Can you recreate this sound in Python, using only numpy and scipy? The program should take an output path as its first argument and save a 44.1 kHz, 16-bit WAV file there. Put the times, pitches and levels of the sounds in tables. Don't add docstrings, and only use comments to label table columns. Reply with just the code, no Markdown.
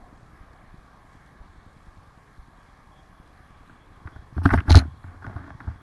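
import sys
import numpy as np
from scipy import signal
from scipy.fft import rfft, irfft, next_fast_len
from scipy.io import wavfile
from scipy.ndimage import uniform_filter1d

SR = 44100
rng = np.random.default_rng(int(sys.argv[2]) if len(sys.argv) > 2 else 0)


def amp(db):
    return 10 ** (np.asarray(db, float) / 20)


def write(x):
    x = np.atleast_2d(x).T
    wavfile.write(sys.argv[1], SR, np.round(np.clip(x, -1, 1) * 32767).astype(np.int16))


N = 256648


def level(x, db):
    return x * amp(db) / np.sqrt(np.mean(x ** 2))


def band(x, hz, width_hz):
    return signal.lfilter(*signal.iirpeak(hz, hz / width_hz, fs=SR), x)


def body(x, modes):
    return sum(amp(db) * band(x, hz, width_hz) for hz, width_hz, db in modes)


def steep(low_hz, high_hz):
    return signal.butter(4, [low_hz, high_hz], "band", fs=SR, output="sos")


def tint(x, spectrum):
    hz, db = np.transpose(spectrum)
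    size = next_fast_len(len(x))
    bin_hz = np.fft.rfftfreq(size, 1 / SR)
    gain = amp(np.interp(np.log(bin_hz + 1), np.log(hz), db))
    return irfft(rfft(x, size) * gain, size)[:len(x)]


def walk(rate_hz):
    hold = int(SR / rate_hz)
    steps = np.repeat(rng.standard_normal(N // hold + 1), hold)
    return uniform_filter1d(uniform_filter1d(steps, hold), hold)[:N]


def add(out, start_s, piece):
    i = max(int(start_s * SR), 0)
    out[i:i + len(piece)] += piece[:max(N - i, 0)]


def burst(decay_ms, peak_db, modes, edges_hz, size=2600):
    t_ms = np.arange(size) * 1000 / SR
    envelope = np.minimum(t_ms / 1.33, 1) * np.exp(-t_ms / decay_ms)
    y = body(rng.standard_normal(size) * envelope, modes)
    y = signal.sosfilt(steep(*edges_hz), y)
    return y * amp(peak_db) / np.abs(y).max()


# pitch_hz, level_db (per Hz)
WATER = [(12, -37), (20, 4), (77, -3), (543, -17), (979, -15), (1090, -11.5), (1460, -19.5), (1630, -16),
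         (2710, -31.5), (4060, -32.5), (7940, -40), (10700, -40), (12200, -43), (15900, -78), (22000, -120)]
# pitch_hz, width_hz, level_db (over the water)
CASE_CAVITIES = [(287, 29, -6.5), (773, 190, -5.5), (1170, 270, -5.5), (1620, 304, -9), (2213, 140, -4),
                 (3830, 140, -17)]
# time_s, turn (1 toward, -1 away)
HEAD_TURN = [
    (0, 1),
    (1.3, 0.17),
    (1.7, 0.0045),
    (2.5, -0.7),
    (3, -0.17),
    (5.82, 0.22),
]


def river():
    river_db = -53
    spray_turn_db, roar_turn_db, rumble_turn_db = -0.2, 2.5, 2.5
    turn_s, turn = np.transpose(HEAD_TURN)
    turn = np.interp(np.arange(N) / SR, turn_s, turn)
    water = tint(rng.standard_normal(N), WATER)
    water = level(water + body(water, CASE_CAVITIES), river_db)
    swell, size = walk(2.2), next_fast_len(N)
    bin_hz, spectrum = np.fft.rfftfreq(size, 1 / SR), rfft(water, size)
    edges_hz = np.append(0, 50 * 2 ** (np.arange(18) / 2))
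    out = np.zeros(N)
    for low, high in zip(edges_hz, edges_hz[1:]):
        if high < 210:
            turn_db = rumble_turn_db
        elif high < 950:
            turn_db = roar_turn_db
        else:
            turn_db = spray_turn_db
        db = turn_db * turn + 0.14 * swell + 1.9 * walk(12)
        inside = (bin_hz >= low) & (bin_hz < high)
        out += amp(db) * irfft(spectrum * inside, size)[:N]
    return out


# start_s (into the frame), dip_db, dip_ms, tick_hz, tick_db
FRAME_CHORES = [
    (.007, -57, 5.3, 3360, -67),
    (0.014, -55, 3.7, 3300, -91),
    (.0315, -48.5, 8.1, 4250, -63.5),
    (.062, -61, 6, 3400, -65),
    (0.076, -55.5, 9.1, 4080, -62),
]
# start_s, level_db
HEAVY_DIPS = [(.142, -43), (0.174, -45), (0.263, -47), (0.351, -45), (0.412, -36), (.784, -36),
              (1.331, -44), (1.411, -31.5), (1.502, -39), (1.582, -37), (1.677, -40), (1.886, -35.5),
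              (1.986, -37.5), (2.086, -39), (2.395, -31.5), (2.874, -41.5), (3.578, -43.5), (3.732, -44),
              (3.875, -45), (3.908, -42.5), (3.976, -41)]


def circuits():
    frame_s, beacon_s, beacon_start_s = 0.1, 0.1024, 0.027
    beacon_db, beacon_scatter_db = -41.5, 1.8
    strong_beacons, strong_beacon_db = (7, 11, 16, 31), 5.5
    sag, ticks = np.zeros(N), np.zeros(N)
    dips = []  # start_s, level_db, width_ms
    for k, s in enumerate(np.arange(beacon_start_s, N / SR, beacon_s)):
        db = beacon_db + beacon_scatter_db * rng.standard_normal()
        dips.append((s, db + strong_beacon_db * (k in strong_beacons), 4.2))
    for s, db in HEAVY_DIPS:
        dips.append((s, db, 9.5 + 0.76 * (db + 40.5)))
    for frame_start_s in np.arange(0, N / SR, frame_s):
        for s, db, ms, tick_hz, tick_db in FRAME_CHORES:
            dips.append((frame_start_s + s, db + 1.3 * rng.standard_normal(), ms))
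            modes = [(tick_hz, 0.1 * tick_hz, 0), (7000, 6000, -22)]
            tick = burst(4.2, tick_db + 2 * rng.standard_normal(), modes, (2500, 12000), size=600)
            add(ticks, frame_start_s + s - 0.002, tick)
    for place, depth, width in rng.random((220, 3)):
        dips.append((place * N / SR, -59 + 8 * depth, 4 + 6 * width))
    for s, db, ms in dips:
        add(sag, s - ms / 2000, -amp(db) * np.hanning(int(ms * SR / 1000)))
    return signal.lfilter(*signal.butter(1, 22, "high", fs=SR), sag) + ticks


def whine():
    pitch_hz, width_hz, flicker_db = 3340, 260, 6
    quiet_db, rise_db, rise_s, rise_length_s = -84.5, 8.5, 2.6, 0.064
    tone = band(band(rng.standard_normal(N), pitch_hz, width_hz), pitch_hz, width_hz)
    tone = level(tone * amp(flicker_db * walk(45)), 0)
    rise = 1 / (1 + np.exp((rise_s - np.arange(N) / SR) / rise_length_s))
    return tone * amp(quiet_db + rise_db * rise)


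# start_s, peak_db, pitch_hz (colour)
FINGER_TAPS = [(3.694, -39.5, 1170), (3.754, -47, 1030), (4.072, -32.5, 1630), (4.159, -38.5, 1050),
               (5.039, -37, 1210), (5.079, -45, 1380), (5.221, -39.5, 1350), (5.242, -31.5, 920),
               (5.275, -36.5, 690), (5.294, -35.5, 800), (5.326, -38, 1230), (5.361, -31.5, 845),
               (5.38, -37, 1350), (5.439, -38, 1450), (5.464, -38, 1410), (5.477, -35.5, 880),
               (5.51, -44, 1050), (5.602, -33, 1420), (5.673, -35, 780), (5.755, -48, 1186)]
# start_s, peak_db, pitch_hz (colour), burst_ms, thud_db (hollow, over the peak)
SHELL_KNOCKS = [(4.364, -39.5, 1160, 7.5, 8.5), (4.377, -28.5, 1010, 4.4, -0.5),
                (4.415, -34.5, 840, 6.3, -1), (4.451, -19, 730, 5.5, -7), (4.4555, -8.5, 1005, 2, -7),
                (4.49, -20.5, 1540, 2.3, -16), (4.503, -14, 1420, 13, -25), (4.522, -33, 1620, 5.4, 9),
                (4.531, -19, 640, 2, 5), (4.5352, -11, 1330, 4.9, -8), (4.5397, -11.5, 675, 3, -8),
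                (4.575, -20.5, 1960, 4.5, -9), (4.584, -21, 1820, 6.3, -18), (4.603, -24.5, 2000, 2.1, -7),
                (4.653, -41, 1060, 5.3, 5), (4.679, -23.5, 1050, 13, -2), (4.695, -19, 860, 1.9, -2),
                (4.704, -14.5, 750, 8.7, 0.5), (4.7451, -7.5, 860, 4.1, -11.5), (4.754, -18, 900, 6.5, 4.5),
                (4.765, -16, 730, 8.9, 3), (4.781, -23.5, 760, 5.3, -2), (4.817, -31.5, 720, 6.9, 0),
                (4.849, -44.5, 692, 6.1, 11)]
# pitch_hz, width_hz, level_db
SHELL_MODES = [(693, 78, 20), (850, 180, 19), (1173, 240, 19), (1420, 130, 19.5), (1523, 107, 15),
               (2300, 89, -22)]
# pitch_hz, width_hz, level_db
HOLLOW_MODES = [(231, 85, -7), (270.7, 52, -0.5), (429, 174, -14)]
# pitch_hz, level_db (per Hz)
PADDING_RUSTLE = [(1500, -44.5), (2500, 7), (4000, -0.5), (5500, 3.5), (7000, -23), (8000, -6),
                  (9500, -2.5), (12000, -5.5), (13000, -41.5)]


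def shell():
    tap_ms = 5.5
    out, cracks = np.zeros(N), np.zeros(N)
    taps = [(s, db, hz, tap_ms, -4.5 - 7 * np.log2(hz / 1000)) for s, db, hz in FINGER_TAPS]
    crack_modes = [(3530, 920, 18), (5200, 1700, -16), (9500, 3000, -15)]
    for s, db, hz, ms, thud_db in SHELL_KNOCKS + taps:
        crack_db = -22 + 0.15 * (db + 34) - 0.64 * (ms - tap_ms)
        near = [(f, w, g - 6 * abs(np.log2(f / hz))) for f, w, g in SHELL_MODES]
        near.append((hz, 500, -4))
        add(out, s, burst(max(ms, 0.5), db, near, (0.41 * hz + 200, 1.14 * hz + 500)))
        add(out, s, burst(4.4, db + thud_db + 0.5, HOLLOW_MODES, (140, 400)))
        crack = burst(max(0.61 * ms, 0.5), db + crack_db - 4, crack_modes, (2500, 11000))
        add(cracks, s, crack)
    energy = uniform_filter1d((out + 12 * cracks) ** 2, size=2100)
    rustle = level(tint(rng.standard_normal(N), PADDING_RUSTLE), -31.5)
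    return out + cracks + np.sqrt(np.maximum(energy, 0)) * rustle


# start_s, length_s, pressure_db
GLOVE_GRIPS = [
    (4.02, .2, -56),
    (4.418, 0.17, -38.5),
    (4.653, .15, -35),
    (5.036, 0.12, -53),
    (5.202, 0.284, -46.5),
    (5.572, 0.15, -50.5),
]
# level_db (at middling pressure), growth (with pressure), release_t60_s
GLOVE_RUBS = [
    (-46, 1.11, 0.18),
    (-46.5, 1.16, 0.19),
    (-46, 0.7, 1),
    (-73.5, .4, .3),
]


def glove():
    attack_s = 0.03
    t = np.arange(N) / SR
    grain_db = rng.standard_exponential(N // 128 + 1).repeat(128)[:N]
    grains = rng.standard_normal((4, N)) * amp(2.63 * uniform_filter1d(grain_db, 64))
    bodies = ((SHELL_MODES, 600, 2000), (HOLLOW_MODES, 130, 400),
              ([(84, 40, 0)], 40, 140), ([(4000, 2500, 0)], 2400, 6500))
    out = np.zeros(N)
    for grain, (modes, low_hz, high_hz), (db, growth, t60) in zip(grains, bodies, GLOVE_RUBS):
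        hold = np.zeros(N)
        for s, length, pressure_db in GLOVE_GRIPS:
            attack = np.clip((t - s) / attack_s, 0, 1) ** 2
            release_db = -60 * np.maximum(t - s - length, 0) / t60
            hold += attack * amp(growth * (pressure_db + 43.5) + release_db)
        rub = signal.sosfilt(steep(low_hz, high_hz), body(grain, modes))
        out += hold * level(rub, db)
    return out


# start_s, level_db, pitch_hz, t60_s
MOUNT_FLICKS = [(4.054, -28.5, 84, 0.085), (4.159, -33.5, 86, 0.074), (4.323, -39.5, 128, 0.15),
                (4.365, -21.5, 88.3, 0.18), (4.38, -17.5, 87.3, 0.35), (4.453, -7, 93, 0.1),
                (4.4573, -11.5, 273.6, 0.077), (4.519, -14.5, 84, 0.12), (4.537, -10.5, 68.3, 0.016),
                (4.554, -14, 84, 0.053), (4.797, -18.5, 76.6, 0.28), (4.878, -32, 130, 0.045),
                (5.044, -31, 83.5, 0.11), (5.078, -37, 88.5, 0.38), (5.274, -30.5, 94, .12),
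                (5.399, -35.5, 89.7, 0.11), (5.548, -32.5, 109, 0.024), (5.67, -29, 84, .026),
                (5.699, -28, 87.7, 0.16)]
# start_s, level_db, pitch_hz, driven_s, t60_s
MOUNT_PULLS = [
    (4.118, -45, 79.6, 0.0085, 0.05),
    (4.190, -34, 59.6, 0.007, 0.07),
    (4.573, -14.5, 85, .02, 0.036),
    (4.682, -15, 74, 0.017, 0.076),
    (4.706, -5.5, 79.2, 0.03, 0.058),
    (4.7522, 0, 82.5, .026, 0.031),
    (5.357, -25, 90.6, 0.013, 0.05),
    (5.677, -21, 84, 0.011, 0.045),
]


def mount():
    flick_s = 0.0061
    out, t = np.zeros(N), np.arange(SR // 3) / SR
    swings = [(s, db, hz, flick_s, t60, 1) for s, db, hz, t60 in MOUNT_FLICKS]
    swings += [(*pull, -1) for pull in MOUNT_PULLS]
    for s, db, hz, driven_s, t60, direction in swings:
        onset = np.sin(np.minimum(t / 0.0033, 1) * np.pi / 2) ** 2
        decay = amp(-60 * np.maximum(t - driven_s, 0) / t60)
        add(out, s, direction * amp(db) * onset * decay * np.sin(2 * np.pi * hz * t))
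    return out


# start_s, peak_db
CLIP_STRIKES = [(4.695, -23.5), (4.700, -15.5), (4.7045, -12.5), (4.7168, -15.5), (4.7245, -15.5),
                (4.7413, -23.5), (4.754, -6.5), (4.7605, -14), (4.765, -14), (4.771, -8), (4.7789, -21),
                (4.7842, -24.5), (4.7864, -21.5), (4.7894, -18.5), (4.797, -38), (4.8104, -49)]
CLIP_MODES = [(4070, 250, 1), (4210, 220, 7.5), (4200, 250, -6.5)]
# pitch_hz, level_db (per Hz)
CLIP_FIZZ = [(1470, 5), (2500, -8), (3460, -15), (4310, -10.5), (4760, -25), (6580, -16), (7980, -35),
             (9360, -20), (11200, -23), (12200, -34.5), (15900, -61), (22000, -120)]


def clip_buzz():
    ring, fizz = np.zeros(N), np.zeros(N)
    for s, db in CLIP_STRIKES:
        add(ring, s, burst(1.0, db - 0.8, CLIP_MODES + [(4360, 1300, -14)], (2500, 6800)))
        fizz_db = -28.5 + 0.64 * (db + 17)
        add(fizz, s, burst(7.8, fizz_db, [(7240, 18400, 0)], (2000, 12500)))
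    return ring + amp(18.5) * tint(fizz, CLIP_FIZZ)


def scene():
    camera = circuits() + whine()
    handling = shell() + glove() + mount() + clip_buzz()
    return (river() + camera + handling)[None]


def roll_off(x):
    return signal.sosfilt(signal.butter(12, 12350, fs=SR, output="sos"), x)


def record(dry):
    knee = 8
    rounded = dry / (1 + np.abs(dry) ** knee) ** (1 / knee)
    return roll_off(rounded)


dry = scene()
out = record(dry)
write(out)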